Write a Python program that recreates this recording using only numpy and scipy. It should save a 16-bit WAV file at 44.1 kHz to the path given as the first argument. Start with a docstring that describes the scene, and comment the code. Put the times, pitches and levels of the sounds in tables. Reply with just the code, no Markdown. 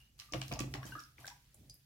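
"""Sharp plastic snaps, hollow thuds and a low boom, then glugs, slaps of water and a few last drips.
A thin plastic bottle is pushed under the water in a plastic tub, then lifted out, in a small room.
Noise bursts with a resonance make the wall's snaps, its thuds and the slaps; decaying modes make the
tub's boom; wobbling, rising sines make the bubbles; tiny pings make the spray; shaped noise makes
the churning water and the room's background."""
import sys
import numpy as np
from scipy import signal
from scipy.fft import rfft, irfft
from scipy.io import wavfile

SR = 44100
rng = np.random.default_rng(int(sys.argv[2]) if len(sys.argv) > 2 else 0)


def store_pcm(level_fs):
    """Save levels as 16-bit WAV."""
    pcm = np.round(np.clip(level_fs, -1, 1) * 32767).astype(np.int16)
    wavfile.write(sys.argv[1], SR, np.atleast_2d(pcm).T)


N = 81585

# how alike the two microphones hear: (frequency [Hz], left-right correlation [-1 to 1])
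LIKENESS = [(100, 0.97), (300, 0.93), (700, 0.46), (1500, 0.039), (3000, 0), (6000, 0), (15000, 0)]


def amp(db):
    """Decibels to gain."""
    return 10 ** (np.asarray(db) / 20)


def evened(x):
    """Scales to an rms of one."""
    return x / np.sqrt(np.mean(x ** 2) + 1e-20)


def read(points, hz):
    """Reads a curve on a log-frequency axis."""
    f, value = np.transpose(points)
    return np.interp(np.log(hz + 1), np.log(f + 1), value)


def level(points):
    """A dB curve over time as a gain for every sample."""
    return amp(np.interp(np.arange(N) / SR, *np.transpose(points)))


def add(mix, s, sound):
    """Mixes a sound in at a time in seconds."""
    part = mix[:, max(round(s * SR), 0):][:, :sound.shape[-1]]
    part += sound[..., :part.shape[1]]


def colour(x, db_at):
    """Filters by a dB function of frequency."""
    size = x.shape[-1]
    gain = amp(db_at(np.fft.rfftfreq(size, 1 / SR)))
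    return irfft(rfft(x) * gain, size)


def paired(x):
    """Blends two unrelated signals into a microphone pair: alike in the bass, unrelated in the treble."""
    size = x.shape[-1]
    a, b = rfft(x)
    same = np.clip(read(LIKENESS, np.fft.rfftfreq(size, 1 / SR)), -1, 1)
    mid = a * np.sqrt((1 + same) / 2)
    side = b * np.sqrt((1 - same) / 2)
    return irfft(np.array([mid + side, mid - side]), size)


def noise(size):
    """White noise blended for the microphone pair."""
    return paired(rng.standard_normal((2, size)))


def rumble(spectrum):
    """Steady noise of a given colour, at an rms of one."""
    return evened(colour(noise(N), lambda f: read(spectrum, f)))


def burst(hz, octaves, decay_s, ring_share, size=8192):
    """One quickly dying resonance amid a dense cluster of weaker ones, drawn from noise around it."""
    rise_s = 0.0003
    t = np.arange(size) / SR
    shape = (1 - np.exp(-t / rise_s)) * np.exp(-t / decay_s)

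    def cluster_db(f):
        distance = np.log2((f + 1) / hz) / octaves
        return -12 * (np.sqrt(1 + distance ** 2) - 1) - 2 * np.log2(1 + f / hz)

    cluster = colour(noise(size), cluster_db)
    # the ring's phase differs more between the microphones where they are less alike
    lag = rng.standard_normal((2, 1)) * (1 - read(LIKENESS, hz))
    ring = np.sin(2 * np.pi * hz * t + lag)
    share = np.clip(ring_share, 0, 1)  # of the power
    blend = np.sqrt(share) * evened(ring * shape) + np.sqrt(1 - share) * evened(cluster * shape)
    return evened(blend) * np.sqrt(np.mean(shape ** 2))


def ambience():
    """The room's quiet background: steady noise."""
    # its colour: (frequency [Hz], relative level [dB per Hz])
    background = [(15, -4.5), (35, -2), (54, 11), (85, -7), (135, 7), (170, -17.5), (215, -6), (320, -71),
                  (700, -76), (2000, -58), (6000, -24.5), (15000, -53)]
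    return amp(-69) * rumble(background)


def churn():
    """The low churning of the water: coloured noise that swells and sinks."""
    # strength over time: (time [s], level [dB])
    churn_level = [(0, -75), (.31, -70), (.345, -62), (.46, -60.5), (.53, -43), (.65, -67), (.72, -49),
                   (.8, -56), (.9, -57), (.96, -57), (1.02, -73), (1.16, -71.5), (1.2, -64), (1.42, -74),
                   (1.53, -72), (1.61, -58.5), (1.7, -63), (1.85, -78.5)]
    # its colour: (frequency [Hz], relative level [dB per Hz])
    churn_colour = [(15, -42), (35, -17), (58, 10), (90, 1.5), (130, 8.5), (180, -5.5), (280, -7.5),
                    (450, -14.5), (750, -19), (1400, -43), (4000, -32)]
    return rumble(churn_colour) * level(churn_level)


def spray():
    """Stirred water sheds countless tiny drops, each a short ping of one of 36 pitches."""
    # stirring of the water: (time [s], level [dB])
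    spray_level = [(0, -67.5), (.1, -80), (.175, -77), (.2, -59), (.3, -73), (.34, -61.5), (.4, -62.5),
                   (.46, -64.5), (.55, -64.5), (.63, -93), (.72, -70), (.81, -74.5), (.87, -55.5),
                   (.93, -64), (1.02, -65.5), (1.16, -77.5), (1.2, -62), (1.3, -71.5), (1.4, -73.5),
                   (1.85, -77.5)]
    # colour of the drops: (frequency [Hz], gain [dB])
    spray_colour = [(500, -10), (1000, -1), (2500, 5), (5500, 3.5), (8000, -1.5), (11000, 0.5), (16000, -2)]
    drops_per_s, spread_db, decay_cycles = 6400, 3.5, 3.3
    drops, t = np.zeros((2, N)), np.arange(1024) / SR
    pitches = np.geomspace(600, 15000, num=36)
    for hz in pitches:
        hit = rng.random((2, N)) < drops_per_s / len(pitches) / SR
        size = amp(spread_db * np.minimum(rng.exponential(1, (2, N)), 4))
        ping = np.sin(2 * np.pi * hz * t) * np.exp(-t * hz / decay_cycles) * hz
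        drops += signal.oaconvolve(hit * size, ping[None], axes=1)[:, :N]
    return evened(colour(paired(drops), lambda f: read(spray_colour, f))) * level(spray_level)


def bubble(hz, decay, rise):
    """A trapped bubble rings briefly, its pitch wobbling and rising as it nears the surface."""
    onset_s, wobble_hz, wobble_per_rise = 0.0014, 160, 1.1
    t = np.arange(8192) / SR
    wobble = evened(colour(rng.standard_normal(len(t)), lambda f: -20 * np.log10(1 + (f / wobble_hz) ** 2)))
    # the climb stops after four decay times
    bend = rise * (np.minimum(t / decay, 4) + wobble_per_rise * wobble)
    turns = hz * np.cumsum(1 + bend) / SR
    return np.sin(2 * np.pi * turns) * (1 - np.exp(-t / onset_s)) * np.exp(-t / decay)


def glugs():
    """Single glugs and drips: one ringing bubble each."""
    # (time [s], pitch [Hz], level [dB], decay [s], rise of pitch [fraction per decay time])
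    single_bubbles = [(.002, 2830, -62.5, 0.036, 0.017), (.2, 1180, -68.5, 0.052, 0.0028),
                      (0.287, 1182, -59.5, 0.026, 0.017), (0.827, 1085, -46, .008, .015),
                      (0.835, 5580, -53.5, 0.0082, 0.0025), (0.839, 1624, -49, 0.013, 0.0099),
                      (0.867, 3100, -51, 0.006, .0037), (0.921, 1497, -38.5, 0.0077, 0.0246),
                      (0.92, 2835, -49, 0.0098, 0.017), (.952, 1235, -35.5, 0.01, 0.017),
                      (0.952, 1647, -47, 0.025, 0.0085), (0.971, 1460, -40, 0.0029, 0.046),
                      (0.985, 1366, -37.5, 0.0044, 0.02), (.993, 5450, -46, 0.0047, 0.023),
                      (1.245, 1575, -33, 0.0024, 0.0073), (1.269, 1621, -56, 0.022, 0.016),
                      (1.277, 760, -48.5, 0.013, 0.028), (1.308, 967, -53.5, 0.015, 0.017),
                      (1.317, 807, -51, 0.0064, 0.015), (1.543, 9040, -54, 0.0031, 0.017),
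                      (1.697, 4886, -45.5, 0.004, 0.03), (1.704, 4757, -49, 0.008, 0.015),
                      (1.7422, 10100, -46, 0.0012, 0.039)]
    out = np.zeros((2, N))
    for s, hz, db, decay, rise in single_bubbles:
        add(out, s, amp(db) * bubble(hz, decay, rise))
    return out


def snaps():
    """The thin wall buckles in sharp snaps, each trailed by three lesser creases."""
    # (time [s], level before the shell's colour [dB], centre [Hz], width [octaves])
    buckles = [(0.191, -45.5, 4500, 1.2), (0.1989, -35.5, 4000, 0.78), (.323, -35.5, 6270, 0.31),
               (.336, -26, 2210, 0.92), (0.343, -37, 3110, 0.62), (0.4143, -40.5, 8300, 0.16),
               (.416, -29, 2820, 0.83), (0.4809, -40, 5570, 1.2), (0.517, -32.5, 2260, 0.85),
               (0.5247, -33, 2550, 1.54), (.537, -36, 5120, 0.33), (0.558, -43, 3320, .58),
               (0.591, -32.5, 6600, 0.34), (0.593, -31.5, 5570, 0.72), (.602, -32, 6000, 1.3),
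               (0.6063, -31, 2596, 0.57), (0.7392, -28.5, 1990, 1.23), (1.277, -36, 5570, 0.41),
               (1.281, -36, 2080, 1.9)]
    decay_s, ring_share = 0.0018, 0.16
    crease_span_s, crease_db = 0.024, -13
    out = np.zeros((2, N))
    for s, db, hz, octaves in buckles:
        add(out, s, amp(db) * burst(hz, octaves, decay_s, ring_share))
        for when, pitch in rng.random(size=(3, 2)):
            crease_hz = hz * 2 ** (.5 - 2 * pitch)
            crease = burst(crease_hz, octaves, decay_s, ring_share)
            add(out, s + crease_span_s * when, amp(db + crease_db) * crease)
    return out


def thuds():
    """Hollow thuds of the bottle in the water: lower, longer bursts."""
    # (time [s], level before the shell's colour [dB], centre [Hz])
    knocks = [(0.3224, -44.5, 335), (.336, -35.5, 523), (0.345, -32, 313), (0.417, -44.5, 660),
              (.513, -38.5, 702), (.52, -36, 210.6), (0.59, -40, 1157), (0.606, -31.5, 251.4),
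              (0.636, -40, 322), (.677, -46.5, 290), (0.741, -39.5, 295), (0.75, -42, 813),
              (0.852, -43.5, 266), (0.891, -52, 290), (0.955, -48, 316), (1.185, -57.5, 398),
              (1.545, -67, 640)]
    out = np.zeros((2, N))
    for s, db, hz in knocks:
        add(out, s, amp(db) * burst(hz, octaves=0.91, decay_s=0.013, ring_share=0.27))
    return out


def bottle():
    """Snaps and thuds alike take on the colour of the bottle's shell."""
    # (frequency [Hz], gain [dB])
    shell = [(100, -7), (280, -1.5), (450, -8.5), (700, -1), (950, -6), (1150, 0.5), (1450, -5),
             (2500, 0.5), (3600, -2), (5500, 1.5), (7000, -1), (8000, -3.5), (15000, -4.5)]
    return colour(snaps() + thuds(), lambda f: read(shell, f))


def tub():
    """Each shove swells the low modes of the water-filled tub, which then die at their own speeds."""
    # shoves that set the tub and its water booming: (time [s], level [dB])
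    shoves = [(0.33, -31), (0.552, -38.5), (0.585, -29.5), (0.742, -34), (0.828, -63), (1.185, -52.5),
              (1.59, -57)]
    # the tub's modes: (frequency [Hz], relative level [dB], rise [s], time to fall 60 dB [s])
    modes = [(54.6, -13, 0.0052, 0.35), (109.4, 2.5, 0.059, 0.2), (131, -3, 0.032, 0.61),
             (253.4, -22.5, 0.0069, 0.19), (298, -11.5, 0.028, 0.17)]
    out, t = np.zeros((2, N)), np.arange(SR) / SR
    boom = np.zeros(SR)
    for hz, db, rise, t60 in modes:
        swell = 1 - np.exp(-(t / rise) ** 2)
        boom += amp(db - 60 * t / t60) * swell * np.sin(2 * np.pi * hz * t)
    for s, db in shoves:
        add(out, s, amp(db) * boom)
    return out


def gurgles():
    """Swarms of 24 bubbles, spread over time, pitch and strength."""
    # (start [s], length [s], level of the strongest bubbles [dB], centre pitch [Hz])
    swarms = [(0.523, 0.049, -46.5, 795), (0.743, 0.077, -49.5, 929), (0.814, 0.12, -54.5, 982),
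              (1.186, 0.091, -58, 907), (1.262, .075, -63.5, 1168), (1.54, 0.1, -79, 560)]
    pitch_octaves, spread_db, decay_cycles = 1.096, 12.5, 5.84
    out = np.zeros((2, N))
    for start, length, db, centre_hz in swarms:
        draws = rng.random(size=(24, 3))
        for k, (when, pitch, weakness) in enumerate(draws):
            hz = centre_hz * 2 ** (pitch_octaves * (pitch - .5))
            s = start + length * (k + when) / len(draws)
            add(out, s, amp(db - spread_db * weakness) * bubble(hz, decay_cycles / hz, rise=.04))
    return out


def slaps():
    """Water slaps the surface in short bursts."""
    # (time [s], level [dB], centre [Hz], width [octaves])
    splats = [(0.83, -41.5, 1420, 0.97), (.854, -46, 5950, 0.32), (0.865, -49, 7000, 0.23),
              (.993, -48, 5700, 0.25), (1.002, -46.5, 3780, 1.5), (1.037, -47.5, 5250, 0.19),
              (1.182, -48.5, 2020, 0.37), (1.244, -50.5, 690, 0.4), (1.255, -46, 2100, 3.9),
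              (1.267, -42, 3900, 3.5), (1.544, -50.5, 9100, 0.47), (1.697, -46, 6120, 0.6),
              (1.7414, -51.5, 11800, 0.26)]
    out = np.zeros((2, N))
    for s, db, hz, octaves in splats:
        add(out, s, amp(db) * burst(hz, octaves, decay_s=0.0025, ring_share=0.16))
    return out


def room(x, wet_db):
    """Adds the small room: the nearest wall's echo and dense reflections, each band dying at its own speed."""
    # (frequency [Hz], time to fall 60 dB [s])
    band_t60 = [(150, 0.41), (600, 0.24), (1400, 0.34), (4000, 0.28), (8000, 0.28), (15000, 0.4)]
    delay_s = 0.00079
    wall_s, wall_smear_s, wall_db = .0098, 0.00033, -13.5
    size = SR // 2
    taps = rng.choice([-1., 1.], (2, size)) * (rng.random((2, size)) < 4000 / SR)  # 4000 per second
    hz, t, z = signal.stft(paired(taps), SR, nperseg=256)
    fade = amp(-60 * t / read(band_t60, hz)[:, None])
    tail = signal.istft(z * fade, SR, nperseg=256)[1]
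    t = np.arange(tail.shape[1]) / SR
    tail = tail * np.clip(t / delay_s - 1, 0, 1)  # silent up to the delay, full at twice the delay
    wall = noise(len(t)) * (t > wall_s) * np.exp(-abs(t - wall_s) / wall_smear_s)
    echoes = amp(wet_db) * tail / np.linalg.norm(tail[0])
    echoes = echoes + amp(wall_db) * wall / np.linalg.norm(wall[0])
    return x + signal.fftconvolve(x, echoes, axes=1)[:, :N]


def scene():
    """Bottle, water and bubbles ring in the room; the low layers and background stay without its echoes."""
    low = ambience() + churn() + tub()
    struck = room(spray() + bottle() + slaps(), wet_db=-4.5)
    bubbling = room(glugs() + gurgles(), wet_db=-2.5)
    return low + struck + bubbling


def record(dry):
    """The microphones shed the deepest bass and the right one is brighter; then the band limit."""
    # (frequency [Hz], left minus right [dB])
    balance = [(100, -1), (300, -0.2), (1400, 0.5), (6000, 0.5), (9000, -2), (13000, -7)]
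    low_cut_hz, edge_hz = 22, 16050

    def microphone_db(f):
        tilt = read(balance, f) * np.array([[.5], [-.5]])
        return tilt - 10 * np.log10(1 + (low_cut_hz / (f + 1)) ** 4)

    heard = colour(dry, microphone_db)
    band_limit = signal.firwin(511, edge_hz, window=("kaiser", 9), fs=SR)
    return signal.oaconvolve(heard, band_limit[None], "same")


dry = scene()
out = record(dry)
store_pcm(out)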